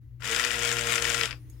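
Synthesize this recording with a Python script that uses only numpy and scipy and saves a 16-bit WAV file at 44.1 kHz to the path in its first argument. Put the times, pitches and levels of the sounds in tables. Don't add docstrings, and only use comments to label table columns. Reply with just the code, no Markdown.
import sys
import numpy as np
from scipy import signal
from scipy.fft import rfft, irfft, next_fast_len
from scipy.io import wavfile
from scipy.ndimage import map_coordinates

SR = 44100
rng = np.random.default_rng(int(sys.argv[2]) if len(sys.argv) > 2 else 0)


def ratio(d):
    e = np.asarray(d, float) / 20
    return 10 ** e


def generate_wav(signal):
    frames = np.transpose(np.atleast_2d(signal))
    scaled = np.clip(frames, -1, 1) * 32767
    pcm = np.round(scaled).astype(np.int16)
    wavfile.write(sys.argv[1], SR, pcm)


N = 70560
T = np.arange(N) / SR

# t/s, level/dB
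MAINS_LEVEL = [(0.0, -52), (0.254, -42.5), (0.356, -64), (0.386, -51), (0.436, -71), (0.462, -54),
               (0.762, -41), (0.962, -47.5), (1.252, -43), (1.6, -49.5)]
# f/Hz, level/dB
AIR_COLOUR = [(25, -2), (120, -2.5), (175, -29.5), (300, -22.5), (600, -43), (2000, -42), (8000, -54),
              (15900, -57)]
# f/Hz, likeness/0-1
AIR_LIKENESS = [(60, 0.45), (380, 0.375), (2380, 0.057), (15000, 0.024)]
# f/Hz, left over right/dB
AIR_BALANCE = [(60, 0), (240, -3), (950, 4), (3770, 14), (15000, -10)]
# f/Hz, width/Hz, level/dB
PIPE_MURMURS = [(305.2, 7.8, -73.5), (486, 21, -85.5), (1940, 260, -91.5)]
# f/Hz, width/Hz, depth/0-1
AIR_DEAD_BAND = (8300, 1100, .7)
# t/s, speed/turns per s
SHAFT_SPEED = [(.2, 63), (.27, 104), (.296, 112.6), (.318, 115), (.354, 117.6), (.4, 120), (.5, 119.5),
               (.64, 117.7), (.95, 116.9), (1.205, 116.8), (1.236, 112), (1.252, 107.5), (1.34, 57)]
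# t/s, level/dB
PUMP_EFFORT = [(.196, -64), (.205, -53), (.238, -38.5), (.25, -33), (.33, -29), (.41, -28.5), (.49, -32.5),
               (.56, -31), (.61, -31), (.66, -27.5), (.75, -32), (.86, -31.5), (.93, -24.5), (1.0, -32),
               (1.08, -28.5), (1.17, -28.5), (1.24, -30.5)]
# t/s, peak level/dB, brightness/dB
HARD_KNOCKS = [(0.2209, -23.5, -28), (0.2409, -26, -19), (0.2461, -28, -4), (0.2524, -21.5, -6),
               (0.2733, -19.5, -12), (0.2942, -20, -20), (0.3123, -21.5, -1.5), (0.3465, -12, -11),
               (0.3614, -11, -6.5), (0.3885, -19, -12), (0.3956, -8, -12), (0.4029, -20, -14),
               (0.4389, -8.5, -22), (0.4468, -9, -10), (0.4638, -15.5, -12.5), (0.4727, -18, -13),
               (0.5051, -13.5, -25), (0.5133, -22.5, -0.5), (0.5305, -17, -9), (0.5418, -16, -29),
               (0.5563, -22.5, -19), (0.5729, -33, -12), (0.5815, -17, -22), (0.5901, -23, 0),
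               (0.5963, -21.5, -20), (0.6223, -27, 3), (0.6316, -14.5, -7), (0.6487, -12.5, -6.5),
               (0.6748, -12.5, -12), (0.6896, -12, -9.5), (0.7138, -12, -9.5), (0.725, -15, -4),
               (0.7342, -24, -4.5), (0.7669, -16, -8.5), (0.7845, -14.5, -11), (0.7912, -14, -9),
               (0.8094, -18, -2.5), (0.8189, -24, -9), (0.8451, -20, -14), (0.8701, -23.5, 3),
               (0.8871, -21, -18), (0.9049, -26, -12), (0.9216, -22.5, 6.5), (0.9446, -26, 0),
               (0.9552, -9.5, -6), (0.9787, -8.5, -28), (1.0211, -11, -6), (1.0427, -12, -13),
               (1.0504, -10.5, -12), (1.057, -24, -12), (1.0834, -20, -12), (1.0933, -19, 0),
               (1.1003, -12.5, -9.5), (1.1449, -10.5, -10), (1.1774, -17.5, -10), (1.2098, -7, -24),
               (1.225, -20.5, -27), (1.2326, -9.5, -14), (1.2442, -26, -20), (1.2553, -11.5, -11)]
# t/s, peak level/dB, brightness/dB
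LAST_KNOCKS = [
    (1.273, -25, -18),
    (1.291, -27, -26),
    (1.3075, -17, -26),
    (1.314, -24, -26),
    (1.326, -23, -26),
]
# f/Hz, width/Hz, level/dB
HOUSING_MODES = [(1376, 230, 0), (1944, 300, .5), (2380, 240, 2), (3300, 1200, -3), (4780, 280, -1),
                 (5390, 260, -3.5), (6590, 1760, -4), (9450, 3600, -27.5)]
# f/Hz, width/Hz, level/dB
BASE_THUD = (490, 650, -34)
# f/Hz, level/dB
FOAM_COLOUR = [(88, -54), (150, -17.5), (230, -22), (398, -16), (465, -5), (523, -14), (2400, -2),
               (6610, -16), (15900, -32.5)]
# f/Hz, level/dB
GEAR_COLOUR = [(150, -16), (250, -8), (500, -5), (1000, -1), (1500, 5), (2500, -36)]
# f/Hz, decay/s
TILE_DECAY = [(400, .3), (1500, .12), (7000, .2)]
# f/Hz, left over right/dB
PUMP_BALANCE = [(300, 2), (770, 15.5), (1200, 11), (2000, 18.5), (4200, 15), (6600, 24.5), (9300, 8),
                (15000, 2.5)]
# f/Hz, likeness/0-1
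PUMP_LIKENESS = [(300, .85), (600, .45), (1800, .72), (4000, .55), (7000, .4), (15000, .3)]
# f/Hz, width/Hz, depth/0-1
COUNTER_NOTCHES = [(4500, 250, .75), (780, 110, .75), (4050, 200, .5)]
# multiple of shaft speed, left level/dB, right level/dB, left lead/radians
SHAFT_ORDERS = [(2, -51.5, -55, -0.5), (3, -52.5, -55.5, -0.59), (4, -50, -49.5, -0.67),
                (5, -50.5, -49, 1.86), (6, -51, -55.5, 0.5), (7, -72.5, -54.5, 1.7), (9, -54, -55.5, 1.4),
                (11, -45, -63, 1.3), (12, -40.5, -56, -1.95), (13, -54, -55, -0.21), (14, -43, -57, 1.1)]
# t/s, level/dB
COUNTER_PRESS = [(.27, -10), (.296, -3), (.318, 4), (.345, -2), (.4, -2), (.47, -4), (.53, -3), (.65, 1),
                 (.95, 1), (1.2, 0), (1.24, -1), (1.262, -14)]
# f/Hz, width/Hz, level/dB
COUNTER_RING = [(455, 26, 11), (446, 26, 8)]
# start t/s, end t/s, start f/Hz, end f/Hz, level/dB
LEAK_WHISTLES = [
    (1.33, 1.6, 9400, 9300, -80),
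    (1.4, 1.54, 5900, 6700, -78),
    (1.38, 1.46, 10300, 9900, -80),
    (1.52, 1.6, 5300, 5100, -74),
    (1.53, 1.6, 3900, 3900, -79),
]
# f/Hz, left level/dB, right level/dB, decay/s
BUBBLE_RINGS = [(6650, -5, -14, .14), (7700, -5, -10, .05), (10300, -16, -2, .025), (11700, -18, -3, .04),
                (14200, -22, -8, .02)]


def unit(x):
    return x / np.sqrt(np.mean(x ** 2) + 1e-20)


def along(points, hz):
    f, v = np.transpose(points)
    return np.interp(np.log(hz + 1), np.log(f + 1), v)


def curve(rows):
    return np.interp(T, *np.transpose(rows))


def wobble(rate):
    return map_coordinates(rng.standard_normal(int(N * rate / SR) + 4), [T * rate])


def filtered(x, response):
    m = next_fast_len(N + SR // 2)
    return irfft(rfft(x, m) * response(np.fft.rfftfreq(m, 1 / SR)), m)[..., :N]


def noise(colour):
    return unit(filtered(rng.standard_normal((2, N)), lambda f: ratio(along(colour, f))))


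def peak(f, hz, width, db):
    return ratio(db) * 1j * f * width / (hz * hz - f * f + 1j * f * width)


def spread(a, b, alike, left_db):
    def shared(f):
        return np.clip(along(alike, f), 0, 1) ** .5

    def level(f):
        return ratio(-along(left_db, f))

    right = filtered(a, lambda f: shared(f) * level(f))
    right = right + filtered(b, lambda f: np.sqrt(1 - shared(f) ** 2) * level(f))
    return np.array([a, right])


def bathroom():
    beat = 1 + .55 * np.cos(2 * np.pi * 4.15 * (T - .59))
    fan_db = -49 - 5.5 * (1 - np.clip(T / .5, 0, 1) ** 2)
    fan = ratio(fan_db) * beat * np.sin(2 * np.pi * 58.5 * T + .3 * wobble(6))
    mains = ratio(curve(MAINS_LEVEL)) * np.sin(2 * np.pi * 120 * T + 0.098 * wobble(15))
    hum_sides = ratio([3 + 0.23 * wobble(15), -3 + 2.2 * wobble(9.9)])
    hum = np.sqrt(2) * (fan + mains) * hum_sides

    air = ratio(-51) * spread(*noise(AIR_COLOUR), AIR_LIKENESS, AIR_BALANCE)
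    for hz, width, db in PIPE_MURMURS:
        both, left, right = filtered(rng.standard_normal((3, N)), lambda f: peak(f, hz, width, 0) ** 2)
        air += ratio(db) * unit(both + 0.31 * np.array([left, right]))
    lift = (ratio(10) - 1) * (T > .9) * filtered(air, lambda f: 1j * f / (1j * f + 300))
    gap_hz, gap_width, gap_depth = AIR_DEAD_BAND
    air = filtered(air + lift, lambda f: 1 - gap_depth * peak(f, gap_hz, gap_width, 0))
    fade_in = np.minimum(T / .02, 1)
    return hum + fade_in * air


def coast():
    return ratio(-170 * np.maximum(T - PUMP_EFFORT[-1][0], 0))


def effort():
    stop = ratio(-500 * np.maximum(T - 1.335, 0))
    return ratio(curve(PUMP_EFFORT)) * coast() * stop * (T > PUMP_EFFORT[0][0])


def ticks(turns, turn_db):
    ticks_a_turn = 18
    draw = np.clip(rng.standard_normal((len(turn_db), ticks_a_turn, 3)), -1.8, 1.8)
    late = .45 * draw[..., 0] ** 2
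    size = ratio(turn_db[:, None] + 3 * draw[..., 1] - 1.5 * late) * np.sign(draw[..., 2])
    place = np.interp(np.arange(len(turn_db))[:, None] + late, turns, np.arange(N))
    return effort() * unit(np.bincount(place.astype(int).ravel(), size.ravel(), N))


def housing_modes(f, rows):
    return sum((-1) ** k * peak(f, *row) for k, row in enumerate(rows))


def low_housing(f):
    panels = peak(f, 3140, 6400, 0.1) * housing_modes(f, HOUSING_MODES[:6])
    return panels / (1 + 1j * f / 4550) + peak(f, *BASE_THUD)


def high_housing(f):
    parts = peak(f, 7760, 6800, 0.089) ** 2 * (housing_modes(f, HOUSING_MODES[6:]) + 0.22)
    return parts + 0.092 * 1j * f / (1j * f + 11000)


def rattle(turns):
    turn_db = 1.2 * np.clip(rng.standard_normal(int(turns[-1]) + 1), -1.8, 1.8)
    rattle_db, bright_ticks_db = -5, -4.5
    dull, bright = np.zeros((2, 2, N + SR))
    dull[:, :N] = ratio(rattle_db) * np.array([ticks(turns, turn_db) for _ in range(2)])
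    bright_ticks = np.array([ticks(turns, turn_db) for _ in range(2)])
    bright[:, :N] = ratio(rattle_db + bright_ticks_db) * coast() * bright_ticks

    t = T[:SR // 20]
    shape = ratio(-60 * t / .017) * (1 - np.exp(-t / .001))
    for s, db, bright_db in [*HARD_KNOCKS, *LAST_KNOCKS]:
        burst = rng.standard_normal((2, 2, len(t))) * shape
        same_energy = np.linalg.norm(shape) / np.linalg.norm(burst, axis=2, keepdims=True)
        burst = burst * ratio(db - 3) * same_energy
        start = round(s * SR)
        dull[:, start:start + len(t)] += burst[0]
        bright[:, start:start + len(t)] += burst[1] * ratio(bright_db + 4.0)
    return 3.135 * filtered(dull[:, :N], low_housing) + 2.8 * filtered(bright[:, :N], high_housing)


def hiss(turns):
    stroke = 1 + 0.135 * np.cos(2 * np.pi * (turns - .1))
    lumps = ratio(1.5 * wobble(90)) * stroke
    foam = lumps * rng.standard_normal((2, N))
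    foam = unit(filtered(foam, lambda f: ratio(along(FOAM_COLOUR, f))))
    return ratio(-5.5) * coast() * effort() * foam


def grind(turns):
    slow = np.clip(1 - curve(SHAFT_SPEED) / 117, 0, 1)
    lumps = (1 + .6 * np.cos(2 * np.pi * turns)) * rng.standard_normal((2, N))
    rumble = unit(filtered(lumps, lambda f: ratio(along(GEAR_COLOUR, f))))
    return ratio(0.5) * slow * effort() * rumble


def tiles(x):
    hz, t, z = signal.stft(rng.standard_normal((2, SR // 2)), SR, nperseg=256)
    fading = ratio(-60 * t / along(TILE_DECAY, hz)[:, None])
    tail = signal.istft(z * fading, SR, nperseg=256)[1]
    return signal.fftconvolve(x[None], tail / np.linalg.norm(tail[0]), axes=1)[:, :N]


def drone(turns):
    start = 1 / (1 + np.exp((.275 - T) / .045 * 3))
    stop = 1 / (1 + np.exp((T - 1.252) / .025 * 3))
    main_order, loose_order = 4, 5
    out = np.zeros((2, N))
    for k, left_db, right_db, lead in SHAFT_ORDERS:
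        phase = 2 * np.pi * k * turns + rng.uniform(0, 5.4) + .035 * k * wobble(29.16)
        if k == loose_order:
            sway_db = 2.5 * wobble(24.67) + 9 * (T - 1)
        else:
            sway_db = 1.2 * wobble(19.35) + curve(COUNTER_PRESS) * (k == main_order)
        for side, db in enumerate((left_db, right_db)):
            level = np.sqrt(2) * ratio(db + sway_db + 1.03 * wobble(20.46))
            out[side] += level * np.sin(phase + lead * (1 - side))
    return np.array([filtered(start * stop * hum, lambda f: 1 + peak(f, *ring))
                     for hum, ring in zip(out, COUNTER_RING)])


def leaks():
    out = np.zeros(N)
    for start, end, hz0, hz1, db in LEAK_WHISTLES:
        u = np.clip((T - start) / (end - start), 0, 1)
        pitch = (hz0 + (hz1 - hz0) * u) * (1 + .015 * wobble(300))
        level = ratio(db + 4 * wobble(40)) * wobble(500) * np.sin(np.pi * u) ** .4
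        out += level * np.sin(2 * np.pi * np.cumsum(pitch) / SR)
    return out


def bubble():
    burst_s = 1.4985
    t = np.maximum(T - burst_s, 0)
    ring = np.zeros((2, N))
    for hz, left_db, right_db, t60 in BUBBLE_RINGS:
        level = ratio(np.array([[left_db], [right_db]]) - 60 * t / t60 + 3.4 * wobble(100))
        ring += level * np.sin(2 * np.pi * hz * t + 1.3 * wobble(280))
    fizz = filtered(rng.standard_normal((2, N)), lambda f: peak(f, 9000, 13000, 0) ** 2) * [[.45], [1]]
    fading = 1.5 * ratio(-60 * t / .035) + .4 * ratio(-60 * t / .7)
    return ratio(-54) * (T > burst_s) * (ring + fading * fizz)


def counter_cancels(f):
    return np.prod([1 - depth * peak(f, hz, width, 0) for hz, width, depth in COUNTER_NOTCHES], axis=0)


def scene():
    turns = np.cumsum(curve(SHAFT_SPEED)) / SR
    near, near2 = rattle(turns) + [leaks(), leaks()]
    jet, jet2 = hiss(turns) + grind(turns)
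    left = near + jet + ratio(-8.5) * tiles(near + jet)[0]
    other = .5 * near2 + 2.13 * jet2 + 1.97 * tiles(near2 + jet2)[1]
    pump = filtered(spread(left, other, PUMP_LIKENESS, PUMP_BALANCE), counter_cancels)
    return ratio(5.0) * pump + drone(turns) + bathroom() + bubble()


def roll_off(x):
    return signal.sosfilt(signal.butter(12, 16050, fs=SR, output="sos"), x)


def record(dry):
    mix = filtered(dry, lambda f: (f < 15950) * (1j * f / (1j * f + 30)) ** 2)
    return roll_off(mix)


dry = scene()
out = record(dry)
generate_wav(out)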